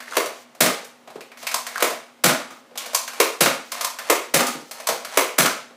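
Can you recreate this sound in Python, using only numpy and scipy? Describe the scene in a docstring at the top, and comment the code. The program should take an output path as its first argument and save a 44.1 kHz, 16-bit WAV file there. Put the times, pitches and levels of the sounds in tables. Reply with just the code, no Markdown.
"""Toy dart blaster in a room

A spring-powered blaster is primed and fired five times in a small, hard-walled room. Its slide scrapes
back, latches and slams home; the freed plunger strikes with a pop, the spring shudders, and the dart
smacks a far surface. Hands brush, knock and rattle the hollow plastic shell. Each impact is a brief
noisy force filtered by resonances, and the room prolongs it with reflections and standing waves."""
import sys
import numpy as np
from scipy import signal
from scipy.fft import rfft, irfft
from scipy.io import wavfile
from scipy.ndimage import uniform_filter1d

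SR = 44100
rng = np.random.default_rng(int(sys.argv[2]) if len(sys.argv) > 2 else 0)


def file_out(sig):
    """Save sig as 16-bit WAV at sys.argv[1]."""
    # one column per channel
    cols = np.atleast_2d(sig).T
    # limit, then scale
    lim = np.clip(cols, -1, 1)
    pcm = np.round(lim * 32767).astype(np.int16)
    wavfile.write(sys.argv[1], SR, pcm)


N = 254016

# Levels are relative within each table. Hardness is a treble lift; ring is the note of the part struck.
# spectrum of the room air: (frequency [Hz], level [dB])
AIR_SPECTRUM = [(50, -49), (110, -1.5), (180, -23), (240, -4.5), (330, -13.5), (480, -10), (800, -11.5),
                (2000, -18), (5700, -26.5), (9000, -30.5), (15000, -37)]
# steady tones in the room: (frequency [Hz], level [dB])
HUM_TONES = [(242.2, -62.5), (543.7, -67)]
# reverberation time: (frequency [Hz], time to fall 60 dB [s])
ROOM_T60 = [(100, 0.24), (170, 0.3), (400, 0.41), (1040, 0.43), (2760, .47), (7000, 0.4), (10000, 0.35),
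            (14500, 0.29)]
# standing waves of the room: (frequency [Hz], level [dB])
STANDING_WAVES = [(147, -50.5), (265, -44), (343, -31), (368, -53), (503, -44.5), (590, -50), (661, -50),
                  (811, -26), (921, -31), (979, -40), (1022, -51), (1245, -55), (1372, -66), (1452, -41),
                  (1656, -48)]
# echoes from wall and ceiling: (delay [s], added strength [ratio])
WALL_ECHOES = [(.0095, 0.073), (0.0232, 0.21)]
# resonances of the hollow shell: (frequency [Hz], bandwidth [Hz], level [dB])
SHELL_MODES = [(466, 147, -0.5), (680, 130, -8.5), (1039.5, 30, -8.5), (1236, 24, -12), (2203, 320, -10.5),
               (3750, 47, -21), (4460, 510, -18), (6230, 240, -10)]
# spectral envelope of each kind of contact: (frequency [Hz], level [dB])
PALM_SPECTRUM = [(300, -30), (1500, -12), (3500, 1), (6200, 4), (10000, -5), (15500, -6)]
RUB_SPECTRUM = [(88, -52), (150, -25), (422, -13), (624, -3), (821, -3), (1080, 1.5), (1360, -3),
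                (2060, -4), (10200, -14.5), (14800, -24), (16000, -44)]
KNOCK_SPECTRUM = [(53, -40), (90, -17), (633, -13), (1510, -14.5), (2000, -20), (3010, -17), (8170, -20.5),
                  (13700, -28), (15000, -42), (16000, -44)]
CLICK_SPECTRUM = [(71, -71), (120, -21.5), (209, -24), (231, -11), (295, -35.5), (473, -15), (670, -4.5),
                  (856, -12), (1050, -5), (1340, -6), (3520, -11.5), (4680, -10), (13600, -17),
                  (15000, -18.5), (16000, -41)]
SLAM_SPECTRUM = [(71, -33), (120, -32), (177, -19.5), (295, -1.5), (393, 0.5), (727, 0.5), (805, -6.5),
                 (1010, 4), (1650, -5), (2150, -3), (3590, -10), (9790, -12), (13900, -15), (15000, -11),
                 (16000, -44)]
DART_SPECTRUM = [(53, -14), (90, -21.5), (249, 8), (410, -5.5), (647, 0.5), (1040, 0.5), (1240, 3),
                 (2710, -7.5), (9310, -18), (15000, -24), (16000, -9.5)]
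PLUNGER_SPECTRUM = [(80, -23.5), (125, 7.5), (180, 10.5), (300, 5), (420, -1), (620, 7.5), (880, -0.5),
                    (1350, 6), (2100, 2), (3100, 0.5), (4700, 0), (10000, -1), (15500, -4.5)]
# a palm brushing smooth plastic: (start [s], end [s], level [dB])
PALM_STROKES = [(0.33, 0.46, -52.5), (1.124, 1.173, -62), (1.367, 1.458, -48), (2.483, 2.63, -59),
                (3.63, 3.733, -52.5), (4.27, 4.34, -63), (4.638, 4.718, -54)]
# slide drawn back: (start [s], latch time [s], rubbing level [dB], latch level [dB], hardness [dB])
SLIDE_PULLS = [(1.39, 1.54, -34.5, 2, 9.5), (2.771, 2.945, -27, 5.5, 14), (3.71, 3.844, -25, 0.5, 9),
               (4.727, 4.869, -31, 0, 10)]
# slide running home: (slam time [s], rubbing level [dB], slam level [dB], hardness [dB], ring [Hz])
SLIDE_RETURNS = [(0.166, -22, -3.5, -0.5, 501), (1.822, -19, -3.5, 2, 545), (3.199, -28, -1, 3, 409),
                 (4.097, -24.5, -1.5, 1, 552), (5.171, -22.5, -0.5, 1.5, 538)]
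# impacts, by the part that strikes: (time [s], level [dB], hardness [dB], ring [Hz])
HAND_KNOCKS = [(1.073, -22.5, -11.5, 665), (1.154, -13.5, -14.5, 410), (2.708, -29.5, -24, 530),
               (4.548, -16, -8, 278), (4.609, -26, -1, 264), (4.892, -8.5, 0, 496), (5.705, -29, -14, 513)]
MECHANISM_CLICKS = [(0.002, -15.5, -6.5, 1710), (0.022, -24, 0, 1810), (0.152, -12.5, -1, 1090),
                    (0.257, -9.5, -3, 670), (0.548, -26.5, -5.5, 720), (0.844, -23, 13, 786),
                    (1.101, -25, -9, 953), (1.206, -19.5, -2, 2650), (1.315, -23, -12, 2310),
                    (1.371, -23, -4, 2100), (1.426, -16, -3, 680), (1.467, -4, 5, 2530),
                    (1.513, -9, 1, 1440), (1.665, -8.5, 3.5, 1850), (1.803, -6.5, -2, 1250),
                    (1.901, -8, -7, 678), (2.754, -18, -10, 815), (2.774, -7.5, 16.5, 3420),
                    (2.858, -13.5, 0, 730), (2.931, -11.5, -6, 580), (3.076, -9.5, 1, 1570),
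                    (3.132, -16, -1, 1000), (3.717, -6, 4, 1080), (3.808, -3, 4.5, 1130),
                    (3.986, -10, -1, 1550), (4.466, -5, 14, 1220), (4.71, -12.5, 5, 760),
                    (4.799, -14, -2.5, 680), (4.886, 2.5, -3.5, 670), (5.046, -10, 0, 1490),
                    (5.457, 4, -3, 1380)]
ROD_CLACKS = [(0.078, -15, -10, 1900), (0.121, -10, 0, 1410), (0.133, -11, 1, 1350), (1.756, -3.5, 3, 1580),
              (1.778, -4.5, 12, 1240)]
DART_IMPACTS = [(0.658, 4, 7, 484), (2.29, 2.5, 3, 640), (2.4, -17.5, -10, 1240), (2.503, -18, 4, 1230),
                (3.456, 5.5, 4, 540), (4.389, 0, -4, 520), (4.403, 2.5, 8, 1240), (4.479, -4, 13, 1190),
                (5.445, -1.5, -10, 1320)]
PLUNGER_STRIKES = [(0.606, 1.5, 1, 645), (2.239, 2, -1.5, 520), (3.407, 1.5, 0, 684), (4.34, 1, 1, 566),
                   (5.383, 2.5, -0.5, 1440)]

TAPS = 8192
HZ = np.fft.rfftfreq(TAPS, 1 / SR)  # frequency grid of the filters


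def gain_of(db):
    """Amplitude ratio: a factor of ten for every 20 dB."""
    return 10 ** (np.asarray(db) / 20)


def unit_rms(x):
    """Normalisation to unit mean power."""
    return x / np.sqrt(np.mean(x ** 2) + 1e-20)


def curve_at(points, hz):
    """Interpolation of a (frequency, value) table on a logarithmic frequency axis."""
    f, value = np.transpose(points)
    return np.interp(np.log(hz + 1), np.log(f + 1), value)


def add(mix, s, sound):
    """Superposition: a sound adds to the mix from time s onward."""
    part = mix[max(round(s * SR), 0):][:len(sound)]
    part += sound[:len(part)]


def coloured(x, db):
    """Causality: a minimum-phase filter, shaped by db over HZ, rings only after it is struck."""
    log_gain = np.log(gain_of(np.maximum(db - db.max(), -100)))
    mirrored = np.concatenate([log_gain, log_gain[-2:0:-1]])
    response = irfft(np.exp(np.conj(signal.hilbert(mirrored)))[:len(HZ)])
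    return signal.fftconvolve(x, response[:TAPS // 2])


def placed(sound, direct_db, room_db):
    """Two-path propagation: one row travels straight, the other feeds the room."""
    return sound * gain_of([[direct_db], [room_db]])


def background(air_db, hum_db):
    """Stationary noise: the continuous spectrum of room air plus the line spectrum of a low hum."""
    t = np.arange(N) / SR
    air = unit_rms(coloured(rng.standard_normal(N), curve_at(AIR_SPECTRUM, HZ))[:N])
    hum = sum(gain_of(db) * np.sqrt(2) * np.sin(2 * np.pi * (hz * t + rng.random()))
              for hz, db in HUM_TONES)
    return gain_of(air_db) * air + gain_of(hum_db) * hum


def room_response(gap_s=0.0012, build_s=0.0066, modes_db=-19.5, early_lift=0.32, early_s=0.0081):
    """Reverberation: reflections thicken and decay band by band; standing waves ring among them."""
    t = np.arange(SR) / SR
    density = np.minimum(1500 + 120000 * t, 9000)  # reflections per second
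    arrivals = rng.standard_normal(SR) * (rng.random(SR) < density / SR) / np.sqrt(density)
    band_hz, frame_s, bands = signal.stft(arrivals, SR, nperseg=256)
    decay = gain_of(-60 * frame_s / curve_at(ROOM_T60, band_hz)[:, None])
    tail = signal.istft(bands * decay, SR, nperseg=256)[1][:SR]
    waves = sum(gain_of(db - 60 * t / curve_at(ROOM_T60, hz))
                * np.sin(2 * np.pi * (hz * t + rng.random())) for hz, db in STANDING_WAVES)
    onset = np.clip((t - gap_s) / build_s, 0, 1)
    early = 1 + early_lift * np.exp(-t / early_s)  # table and wall are close
    early += sum(strength * np.exp(-((t - delay) / 0.0007) ** 2) for delay, strength in WALL_ECHOES)
    return (unit_rms(tail * onset * early) + gain_of(modes_db) * unit_rms(waves * onset)) / np.sqrt(SR)


def reflections(x, level_db):
    """Convolution with a room response that shifts each second as the blaster is moved about."""
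    t, out = np.arange(N) / SR, np.zeros(N)
    for second in range(7):
        crossfade = np.cos(np.pi / 2 * np.clip(t - second, -1, 1))
        out += signal.oaconvolve(x * crossfade, room_response())[:N]
    return gain_of(level_db) * out


def palm_hiss():
    """Friction noise: skin hisses softly on plastic as the hand shifts its grip."""
    out = np.zeros(N)
    for start, end, db in PALM_STROKES:
        pressure = signal.windows.tukey(max(round((end - start) * SR), 2), .6)
        hiss = coloured(rng.standard_normal(len(pressure)), curve_at(PALM_SPECTRUM, HZ))
        add(out, start, gain_of(db) * pressure * unit_rms(hiss[:len(pressure)]))
    return placed(out, direct_db=0.5, room_db=-10)


def shell_db(spread_db=0):
    """Modal response: the place struck decides how strongly each shell resonance is excited."""
    strengths = gain_of(spread_db * rng.uniform(-1.96, 1.98, len(SHELL_MODES)))
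    lift = sum(strength * gain_of(db) / (1 + (2 * (HZ - hz) / width) ** 2)
               for strength, (hz, width, db) in zip(strengths, SHELL_MODES))
    return 20 * np.log10(1 + lift)


def slide_rubbing(level_db=-5, grain_db=4, catches_per_s=700):
    """Sliding friction: tiny random catches excite the shell, louder as the slide moves faster."""
    attack_s, sag_db_per_s = 0.039, 90  # the pull slows as the spring tightens
    return_s, swell_db_per_s = 0.158, 156  # the spring speeds the slide forward
    envelope = np.zeros(N)
    for start, latch, db, *_ in SLIDE_PULLS:
        t = np.arange(0, latch - start, 1 / SR)
        sag_db = sag_db_per_s * np.maximum(t - attack_s, 0)
        add(envelope, start, np.minimum(t / attack_s, 1) * gain_of(db - sag_db))
    remaining_s = np.arange(return_s, 0, -1 / SR)
    for slam, db, *_ in SLIDE_RETURNS:
        add(envelope, slam - return_s, gain_of(db - swell_db_per_s * remaining_s))
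    sizes = gain_of(grain_db * np.minimum(rng.exponential(1, N), 3))
    catches = sizes * (rng.random(N) < catches_per_s / SR) * rng.choice([-1, 1], N)
    grit = coloured(catches, curve_at(RUB_SPECTRUM, HZ) + shell_db())[:N]
    rubbing = gain_of(level_db) * uniform_filter1d(envelope, size=400) * unit_rms(grit)
    return placed(rubbing, direct_db=-6.5, room_db=-1.5)


def chatter(envelope, grain_db):
    """Rough contact: plastic faces meet in many tiny impacts of uneven size."""
    size_db = grain_db * np.minimum(rng.exponential(1, len(envelope)), 4)
    return envelope * unit_rms(rng.standard_normal(len(envelope)) * gain_of(size_db))


def contact_db(hard_db, ring_hz, ring_db, ring_width, thin_db):
    """Impact spectrum: harder is brighter, smaller is thinner, and the part struck adds its note."""
    upper_mid_db = 0.46 * hard_db + .5 * thin_db
    slopes = curve_at([(330, -thin_db), (850, 0), (2600, upper_mid_db), (6500, hard_db)], HZ)
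    return slopes + ring_db / (1 + ((HZ - ring_hz) / (ring_width * ring_hz)) ** 2)


def impacts(rows, spectrum, level_db, offset_s, rise_s, hold_s, fade_s,
            ring_db, ring_width, thin_db_per_octave, shudder_db, shudder_s, grain_db):
    """Source and filter: chatter, then a fainter shudder, rings the shell. Returns (direct, to room)."""
    t, out = np.arange(TAPS) / SR, np.zeros((2, N))
    median_hz = np.median([row[-1] for row in rows])
    beaming = HZ ** 2 / (HZ ** 2 + 2500 ** 2)
    body_db = curve_at(spectrum, HZ)
    strike = np.exp(-np.maximum(t - rise_s - hold_s, 0) / fade_s)
    shudder = gain_of(shudder_db) * np.exp(-t / shudder_s)
    envelope = np.minimum(t / rise_s, 1) * np.hypot(strike, shudder)
    for s, db, hard_db, ring_hz in rows:
        force = chatter(envelope, grain_db)
        thin_db = thin_db_per_octave * np.log2(ring_hz / median_hz)
        voice_db = body_db + shell_db(spread_db=3.5)
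        voice_db += contact_db(hard_db, ring_hz, ring_db, ring_width, thin_db)
        # one direction hears chance peaks and dips in the treble; over all directions they partly cancel
        lobes_db = 10 * np.log10(abs(uniform_filter1d(abs(rfft(force)) ** 2, size=13)) + 1e-12)
        chance_db = (lobes_db - lobes_db.mean()) * beaming
        diffuse = coloured(force, voice_db - lobes_db + 0.47 * chance_db)
        direct = coloured(force, voice_db - lobes_db + chance_db)
        peak_rms = np.sqrt(uniform_filter1d(unit_rms(diffuse) ** 2, size=220).max())
        for path, sound in zip(out, (direct, diffuse)):
            add(path, s + offset_s, gain_of(db + level_db) * unit_rms(sound) / peak_rms)
    return out


def hand_knocks():
    """Soft impact: hands knock dully on the hollow shell."""
    sound = impacts(HAND_KNOCKS, KNOCK_SPECTRUM, level_db=-14, offset_s=0.0004,
                    rise_s=0.0027, hold_s=0.0025, fade_s=0.012, ring_db=8, ring_width=0.21,
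                    thin_db_per_octave=11, shudder_db=-23, shudder_s=0.017, grain_db=2.5)
    return placed(sound, direct_db=-2, room_db=-0.5)


def mechanism_clicks():
    """Light impact: ratchet, trigger and loose parts click, each with its own note. The first row is the end of
    a slide scrape already under way as the scene opens, and the loud row at 4.886 s is a hand knocking the
    shell."""
    sound = impacts(MECHANISM_CLICKS, CLICK_SPECTRUM, level_db=-16, offset_s=0.0006,
                    rise_s=0.0015, hold_s=0.0051, fade_s=0.0065, ring_db=6.5, ring_width=0.15,
                    thin_db_per_octave=5.5, shudder_db=-37, shudder_s=0.024, grain_db=1)
    return placed(sound, direct_db=-2, room_db=-0.5)


def rod_clacks():
    """Resonance: the plunger rod clacks in its hollow tube as the slide starts to move."""
    sound = impacts(ROD_CLACKS, CLICK_SPECTRUM, level_db=-16, offset_s=0.0006,
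                    rise_s=0.0015, hold_s=0.0014, fade_s=0.0026, ring_db=25.5, ring_width=0.31,
                    thin_db_per_octave=11, shudder_db=-36, shudder_s=0.02, grain_db=1)
    return placed(sound, direct_db=-3, room_db=-6)


def latches(catch_hz=985):
    """Natural frequency: the catch rings at the same note at the end of every pull."""
    rows = [(s, db, hard_db, catch_hz) for _, s, _, db, hard_db in SLIDE_PULLS]
    sound = impacts(rows, CLICK_SPECTRUM, level_db=-16.5, offset_s=0.00065,
                    rise_s=0.0025, hold_s=0.0035, fade_s=0.004, ring_db=15.5, ring_width=0.19,
                    thin_db_per_octave=0, shudder_db=-38, shudder_s=0.022, grain_db=1)
    return placed(sound, direct_db=-1, room_db=0)


def slide_slams():
    """Sudden deceleration: the slide slams home and shakes the loose parts."""
    rows = [(s, *blow) for s, _, *blow in SLIDE_RETURNS]
    sound = impacts(rows, SLAM_SPECTRUM, level_db=-6, offset_s=0.000722,
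                    rise_s=0.0032, hold_s=0.001, fade_s=0.0054, ring_db=2.5, ring_width=0.14,
                    thin_db_per_octave=-3, shudder_db=-26, shudder_s=0.045, grain_db=3.5)
    return placed(sound, direct_db=-2, room_db=1.5)


def shell_thuds(level_db=-6.5, rise_s=0.0025, fade_s=0.0059, overtone_ratio=2.7, overtone_db=-15):
    """Damped flexure: each slam bends the back of the shell, sending a hollow note to the microphone."""
    t, out = np.arange(TAPS) / SR, np.zeros(N)
    envelope = (1 - np.exp(-t / rise_s)) * np.exp(-t / fade_s)
    for s, _, db, _, hz in SLIDE_RETURNS:
        phases = 2 * np.pi * rng.random(2)
        note = np.sin(2 * np.pi * hz * t + phases[0])
        note += gain_of(overtone_db) * np.sin(2 * np.pi * hz * overtone_ratio * t + phases[1])
        add(out, s, gain_of(db + level_db) * envelope * note)
    return placed(out, direct_db=-1, room_db=-8)


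def dart_smacks():
    """Distant impact: darts land and bounce across the room, so their direct sound is weak."""
    sound = impacts(DART_IMPACTS, DART_SPECTRUM, level_db=-9.5, offset_s=0.0005,
                    rise_s=0.0042, hold_s=0.0007, fade_s=0.0079, ring_db=6.5, ring_width=0.071,
                    thin_db_per_octave=-1, shudder_db=-27, shudder_s=0.073, grain_db=2.5)
    return placed(sound, direct_db=-7.5, room_db=-4.5)


def plunger_pops():
    """Release of elastic energy: the freed plunger strikes with a pop and the spring shudders."""
    sound = impacts(PLUNGER_STRIKES, PLUNGER_SPECTRUM, level_db=-7.5, offset_s=-0.0016,
                    rise_s=0.0047, hold_s=0.0036, fade_s=0.0016, ring_db=1.5, ring_width=0.14,
                    thin_db_per_octave=-0.5, shudder_db=-27.5, shudder_s=0.037, grain_db=4)
    return placed(sound, direct_db=-2.5, room_db=3)


def scene():
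    """Superposition: direct sound, reverberant field and background add at one microphone."""
    shots = plunger_pops() + dart_smacks()
    mechanism = slide_slams() + latches() + mechanism_clicks() + rod_clacks()
    shell = hand_knocks() + shell_thuds() + slide_rubbing() + palm_hiss()
    direct, diffuse = shots + mechanism + shell
    return (direct + reflections(diffuse, level_db=-3.5) + background(air_db=-54, hum_db=2))[None]


def record(dry):
    """Band limiting and saturation: the microphone sheds deep bass and top treble and rounds peaks."""
    low_hz, high_hz, ceiling = 136, 15530, 0.9
    high_pass = signal.butter(N=12, Wn=low_hz, btype="high", fs=SR, output="sos")
    low_pass = signal.firwin(511, high_hz, window=("kaiser", 9), fs=SR)
    thin = signal.sosfilt(high_pass, dry)
    rounded = thin / (1 + (thin / ceiling) ** 6) ** (1 / 6)
    return signal.oaconvolve(rounded, low_pass[None], "same")


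dry = scene()
out = record(dry)
file_out(out)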